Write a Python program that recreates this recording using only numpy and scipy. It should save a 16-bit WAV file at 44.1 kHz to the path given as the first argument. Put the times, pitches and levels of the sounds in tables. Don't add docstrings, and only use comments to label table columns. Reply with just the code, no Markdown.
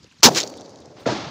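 import sys
import numpy as np
from scipy import signal
from scipy.io import wavfile
from scipy.ndimage import uniform_filter1d

SR = 44100
rng = np.random.default_rng(int(sys.argv[2]) if len(sys.argv) > 2 else 0)


def unload_wav(signal):
    wavfile.write(
        sys.argv[1],
        SR,
        np.round(np.clip(np.atleast_2d(signal).T, -1, 1) * 32767).astype(np.int16),
    )


def natural_amplitude(level_db):
    exponent = np.asarray(level_db, float) / 20
    return 10 ** exponent


N = 57330

# [f/Hz, level/dB]
CRACK_COLOUR = [(300, -7), (1300, -7), (2200, -9), (3200, -4), (5800, 0), (7000, -4), (8500, -20),
                (12500, -27), (15000, -17)]
BOOM_COLOUR = [(100, -14), (230, -3), (450, -2), (620, 1), (900, 0), (1400, -9), (2500, -20)]
DEEP_COLOUR = [(75, -14), (120, 0), (170, -5), (235, 2), (330, -8), (500, -22)]
RUMBLE_COLOUR = [(70, -20), (100, -7), (170, -4), (300, 0), (560, 0), (800, -6), (1100, -14), (2500, -32)]
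# [f/Hz, level/dB]
SPLASH_COLOUR = [(300, -5), (1200, -5), (2200, -4), (5500, 0), (7000, -3), (9000, -22), (12500, -28),
                 (15000, -20)]
SPRAY_COLOUR = [(1500, -6), (3000, -6), (4600, -1), (6700, -4), (8500, -17), (12000, -24), (15000, -15)]
MIST_COLOUR = [(1500, -10), (3000, -12), (4600, -1), (6700, -4), (8000, -20), (10000, -32), (13000, -38),
               (15200, -32)]
WISP_COLOUR = [(6000, -8), (8500, 0), (11000, -10), (13000, -12), (14800, -2), (15500, -8)]
FIZZ_COLOUR = [(13500, -14), (14800, 0), (15500, -3)]
# [f/Hz, level/dB]
THUMP_COLOUR = [(60, -10), (100, 0), (300, -1), (576, 0), (870, -8), (1500, -11), (2100, -18)]
HILL_COLOUR = [(60, -16), (110, -5), (280, -3), (450, -8), (800, -5), (2000, -14), (4500, -14), (6500, -23)]
HILL_EDGE_COLOUR = [(2000, -12), (5000, 0), (7000, -8), (8500, -25), (10500, -39), (12000, -55)]
AIR_COLOUR = [(20, 0), (6500, 0), (9500, -19)]
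# [f/Hz, level/dB]
TICK_COLOUR = [(200, 0), (6800, 0), (8500, -10), (12500, -12), (15200, -9)]
LAKE_COLOUR = [(300, -14), (560, -24), (850, -4), (2500, -4), (5000, -4), (7000, -8), (8500, -23),
               (15800, -40)]

# [start t/s, rise/s, hold/s, level/dB, fall/(dB/s), arrivals/(1/s)]
CRACK_SHAPE = (.2302, .0008, .027, -3.5, 680, 14000)
BOOM_SHAPE = (.230, .022, .038, -16, 3000, 4000)
DEEP_SHAPE = (.228, .024, .018, -16.5, 750, 1500)
AFTERBOOM_SHAPE = (.27, .035, .045, -28, 200, 4000)
RUMBLE_SHAPE = (.24, .02, .12, -35, 36, 1500)
# [start t/s, rise/s, hold/s, level/dB, fall/(dB/s), arrivals/(1/s)]
SPLASH_SHAPE = (.337, .037, .01, -19, 410, 16000)
SPRAY_SHAPE = (.25, .02, .055, -36, 140, 9000)
MIST_SHAPE = (.3, .02, .15, -51.5, 24, 9000)
WISP_SHAPE = (.97, .03, .02, -68, 250, 2500)
FIZZ_SHAPE = (.29, .06, .08, -58, 160, 4000)
# [start t/s, rise/s, hold/s, level/dB, fall/(dB/s), arrivals/(1/s)]
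NEAR_BANK_SHAPE = (.95, .02, .08, -50, 30, 6000)
THUMP_SHAPE = (1.055, .006, .03, -25.5, 170, 4000)
HILL_SHAPE = (1.054, .009, .045, -28.5, 45, 12000)
HILL_EDGE_SHAPE = (1.052, .016, .04, -36, 120, 12000)

# [t/s, extra fall/(dB/s)]
CRACK_END = (.288, 1100)
# [start t/s, f/Hz, time to fall 60 dB/s, level/dB]
BARREL = (.43, 4550, .7, -47)
# [t/s, peak level/dB, f/Hz, time to fall 60 dB/s]
BOULDERS = [(.251, -8, 400, .04), (.261, -11, 240, .05), (.271, -6, 920, .04), (.279, -12, 560, .03),
            (.2855, -8, 680, .02), (.324, -23, 330, .06), (.297, -24, 150, .12), (.355, -25, 330, .09),
            (.44, -38, 270, .1), (.465, -34, 520, .06), (.515, -36, 320, .1), (.55, -38, 480, .08),
            (.93, -44, 600, .15), (.995, -44, 560, .15), (.76, -46, 155, .12), (.795, -48, 85, .2),
            (.87, -47, 135, .12), (.895, -45, 155, .1), (.95, -46, 135, .12), (1.005, -49, 88, .15)]
# [t/s, level/dB, fade/s]
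SURGES = [
    (.348, 11, .009),
    (.359, 4, .006),
    (.370, 3, .008),
    (.385, 3, .005),
]
# [t/s, peak level/dB, f/Hz, time to fall 60 dB/s]
HILL_FACES = [(1.0635, -11, 480, .028), (1.065, -16, 280, .05), (1.0725, -11, 570, .025),
              (1.0875, -13, 650, .028), (1.087, -18, 400, .04), (1.092, -23, 130, .09),
              (1.094, -21, 960, .06), (1.0575, -27, 1400, .03), (1.058, -29, 2000, .025),
              (1.0655, -16, 660, .02), (1.122, -28, 1650, .05), (1.283, -33, 600, .05),
              (1.104, -21, 450, .05), (1.121, -19, 310, .09), (1.155, -27, 200, .09), (1.183, -28, 280, .1),
              (1.16, -29, 770, .06), (1.262, -29, 140, .08)]
# [t/s, peak level/dB, centre f/Hz, half width/octaves, time to fall 60 dB/s]
TICKS = [(.030, -46, 5000, .5, .02), (.034, -49, 4700, .1, .03), (.043, -42, 4500, .6, .015),
         (.043, -46, 330, .8, .04), (.066, -52, 2600, .2, .03), (.073, -54, 9000, .3, .02),
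         (.112, -51, 2900, .15, .02), (.119, -53, 2300, .15, .02), (.122, -54, 1600, .15, .03),
         (.123, -53, 7500, .3, .02), (.186, -54, 3900, .15, .025), (.205, -44, 5000, .5, .03),
         (.2252, -27, 4500, .5, .011), (.2252, -29, 800, .8, .011), (.3482, -15, 5000, .6, .02),
         (.3595, -17, 3500, .7, .02), (.4026, -8, 5000, .45, .015), (.4104, -16, 4800, .4, .008),
         (.4178, -17, 4500, .5, .006), (.4314, -19, 4300, .35, .008), (.4362, -18, 5000, .4, .007),
         (.465, -36, 5200, .3, .05), (.4745, -25, 6200, .5, .025), (.497, -36, 7000, .8, .02),
         (.5004, -36, 6000, .8, .02), (.5392, -35, 3200, 1.1, .011), (.5704, -37, 7000, .6, .011),
         (.5756, -35, 6000, .8, .011), (.5834, -41, 3660, .1, .015), (.6095, -33, 6000, .6, .011),
         (.6164, -39, 4500, .5, .011), (.6594, -38, 4800, .35, .012), (.6943, -41, 6000, .6, .011),
         (.7044, -44, 6500, .7, .011), (.7582, -41, 5000, .5, .011), (.7866, -46, 4700, .2, .02),
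         (.8031, -42, 6500, .6, .011), (.818, -51, 3600, .2, .04), (.8574, -39, 5500, .45, .014)]
# [t/s, half length/s, level/dB]
GUSTS = [
    (.05, .015, 8),
    (.072, .008, 8),
    (.137, .008, 6),
    (.203, .007, 10),
]
# [from t/s, to t/s, level/dB]
LAKE_HUSH = (.25, .93, -6)
# [start t/s, ramp/s, length/s, level/dB]
DUCK = (.213, .005, .0115, -6)


def blast():
    t = np.arange(N) / SR
    waterline_s, extra_fall = CRACK_END
    crack = scatter(CRACK_COLOUR, CRACK_SHAPE, 2., 1., 200)
    crack = crack * natural_amplitude(-extra_fall * np.maximum(t - waterline_s, 0))
    boom = scatter(BOOM_COLOUR, BOOM_SHAPE, 2., 1., 150)
    deep = scatter(DEEP_COLOUR, DEEP_SHAPE, 2., 1., 60)
    afterboom = scatter(RUMBLE_COLOUR, AFTERBOOM_SHAPE, 3., 2., 80)
    rumble = scatter(RUMBLE_COLOUR, RUMBLE_SHAPE, 3., 2., 60)
    return crack + boom + deep + afterboom + rumble + slaps(BOULDERS)


def barrel():
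    start, hz, t60, db = BARREL
    t = np.maximum(np.arange(N) / SR - start, 0)
    tone = np.sin(2 * np.pi * hz * t + wander(60))
    return tone * natural_amplitude(db - 60 * t / t60 + 3. * wander(70)) * (t > 0)


def water():
    t = np.arange(N) / SR
    clumps_db = np.zeros(N)
    for s, db, fade in SURGES:
        clumps_db += db * np.exp(-np.maximum(t - s, 0) / fade) * (t > s)
    splash = scatter(SPLASH_COLOUR, SPLASH_SHAPE, 1.5, .6, 300) * natural_amplitude(clumps_db)
    spray = scatter(SPRAY_COLOUR, SPRAY_SHAPE, 2., 1.5, 40)
    mist = scatter(MIST_COLOUR, MIST_SHAPE, 3., 1.5, 80)
    wisp = scatter(WISP_COLOUR, WISP_SHAPE, 3., 2., 100)
    fizz = scatter(FIZZ_COLOUR, FIZZ_SHAPE, 2.5, 2.5, 90)
    return splash + spray + mist + wisp + fizz


def echo():
    near_bank = colour(scatter(HILL_COLOUR, NEAR_BANK_SHAPE, 2., 2., 30), AIR_COLOUR, False)
    thump = scatter(THUMP_COLOUR, THUMP_SHAPE, 1.5, 1.2, 120)
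    wash = colour(scatter(HILL_COLOUR, HILL_SHAPE, 1.5, .6, 120), AIR_COLOUR, False)
    edge = scatter(HILL_EDGE_COLOUR, HILL_EDGE_SHAPE, 1.5, .8, 80)
    return slaps(HILL_FACES) + near_bank + thump + wash + edge


def ticks():
    out = np.zeros(N)
    t = np.arange(0, .05, 1 / SR)
    noise = rng.standard_normal((len(TICKS), len(t))) * np.minimum(t / .0003, 1)
    noise[:, :1] += 2.5
    for (s, db, hz, width, t60), puff in zip(TICKS, noise):
        wide = 2 ** np.clip(width, .05, 1.5)
        tick = band(puff * natural_amplitude(-60 * t / t60), hz / wide, hz * wide)
        add(out, s, natural_amplitude(db) * tick / abs(tick).max())
    return natural_amplitude(-1.5) * colour(out, TICK_COLOUR)


def lake():
    t = np.arange(N) / SR
    noise = colour(rng.standard_normal(N), LAKE_COLOUR)
    grid = signal.stft(noise, SR, nperseg=256)[2]
    patches = uniform_filter1d(rng.standard_normal(grid.shape), size=6, axis=0)
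    patches = evened(uniform_filter1d(patches, size=5, axis=1))
    patch_db = 3.
    hiss = signal.istft(grid * natural_amplitude(patch_db * patches), SR, nperseg=256)[1][:N]
    a, b, hush_db = LAKE_HUSH
    hush = np.interp(t, [a - .03, a, b, b + .05], [0, hush_db, hush_db, 0])
    level_db, swell_db = -59, .6
    return hiss * natural_amplitude(level_db + hush + swell_db * wander(25))


def wind():
    t = np.arange(N) / SR
    level_db, centre_hz, gust_db = -59.5, 120, 2.5
    gusts = sum(db * np.exp(-((t - s) / half) ** 2) for s, half, db in GUSTS)
    air = evened(band(rng.standard_normal(N), centre_hz / 2, centre_hz * 2))
    return air * natural_amplitude(level_db + gusts + gust_db * wander(30))


def far_murmur():
    shape = (.3, .1, .9, -49, 1, 1200)
    return scatter(RUMBLE_COLOUR, shape, 3., 2., 60)


def scatter(points, shape, spread_db=3., lumpy_db=1.5, lumps_per_s=80):
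    start, rise, hold, db, fall, per_s = shape
    t = np.arange(N) / SR - start
    chance, side, size = rng.random((3, N))
    sizes = natural_amplitude(-spread_db * np.log(np.maximum(size, .02)))
    hits = (chance < per_s / SR) * np.sign(side - .5) * sizes
    fade_db = fall * np.maximum(t - rise - hold, 0)
    lumps_db = lumpy_db * wander(lumps_per_s)
    env = np.clip(t / rise, 0, 1) ** 2 * natural_amplitude(db - fade_db + lumps_db)
    return colour(evened(hits) * env, points)


def slaps(rows):
    out = np.zeros(N)
    t = np.arange(0, .2, 1 / SR)
    for s, db, hz, t60 in rows:
        swell = np.minimum(t * hz, 1)
        fade = natural_amplitude(db - 60 * np.maximum(t - 1 / hz, 0) / t60)
        add(out, s, np.sin(2 * np.pi * hz * t) * swell * fade)
    return out


def wander(per_s):
    t = np.arange(N) / SR
    rates = np.geomspace(per_s / 5, per_s, 16)
    return evened(sum(np.sin(2 * np.pi * (f * t + rng.random())) / np.sqrt(f) for f in rates))


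def colour(x, points, even=True):
    f, db = np.transpose(points)
    hz = np.fft.rfftfreq(4096, 1 / SR) + 1
    below = np.minimum(np.log2(hz / f[0]), 0)
    above = np.maximum(np.log2(hz / f[-1]), 0)
    gain_db = np.interp(np.log(hz), np.log(f), db) + 24 * below - 24 * above
    gain = np.maximum(gain_db, -100) * np.log(10) / 20
    full = np.concatenate([gain, gain[-2:0:-1]])
    taps = np.fft.ifft(np.exp(np.conj(signal.hilbert(full)))).real
    return signal.oaconvolve(x, taps / (np.linalg.norm(taps) if even else 1))[:N]


def band(x, low_hz, high_hz):
    sos = signal.butter(2, [low_hz, min(high_hz, 15000)], "band", fs=SR, output="sos")
    return signal.sosfilt(sos, x)


def evened(x):
    return x / np.sqrt(np.mean(x ** 2) + 1e-20)


def add(mix, s, sound):
    part = mix[round(s * SR):][:len(sound)]
    part += sound[:len(part)]


def scene():
    shot = blast() + barrel() + water() + echo()
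    background = ticks() + lake() + wind() + far_murmur()
    return (shot + background)[None]


def top_cut(x):
    return signal.sosfilt(signal.butter(12, 15990, fs=SR, output="sos"), x)


def record(dry):
    low_cut_hz, ceiling_db, top_hz = 62, .1, 15600
    start, ramp, length, db = DUCK
    t = np.arange(N) / SR - start
    cut = signal.sosfilt(signal.butter(3, low_cut_hz, "high", fs=SR, output="sos"), dry)
    ducked = cut * natural_amplitude(db * np.clip(t / ramp, 0, 1) * (t < length))
    overloaded = ducked / (1 + abs(ducked / natural_amplitude(ceiling_db)) ** 4) ** .25
    edge = signal.firwin(255, top_hz, window=("kaiser", 9), fs=SR)
    limited = signal.oaconvolve(overloaded, edge[None], "same")
    mix = np.clip(limited, -1, 1)
    return top_cut(mix)


dry = scene()
out = record(dry)
unload_wav(out)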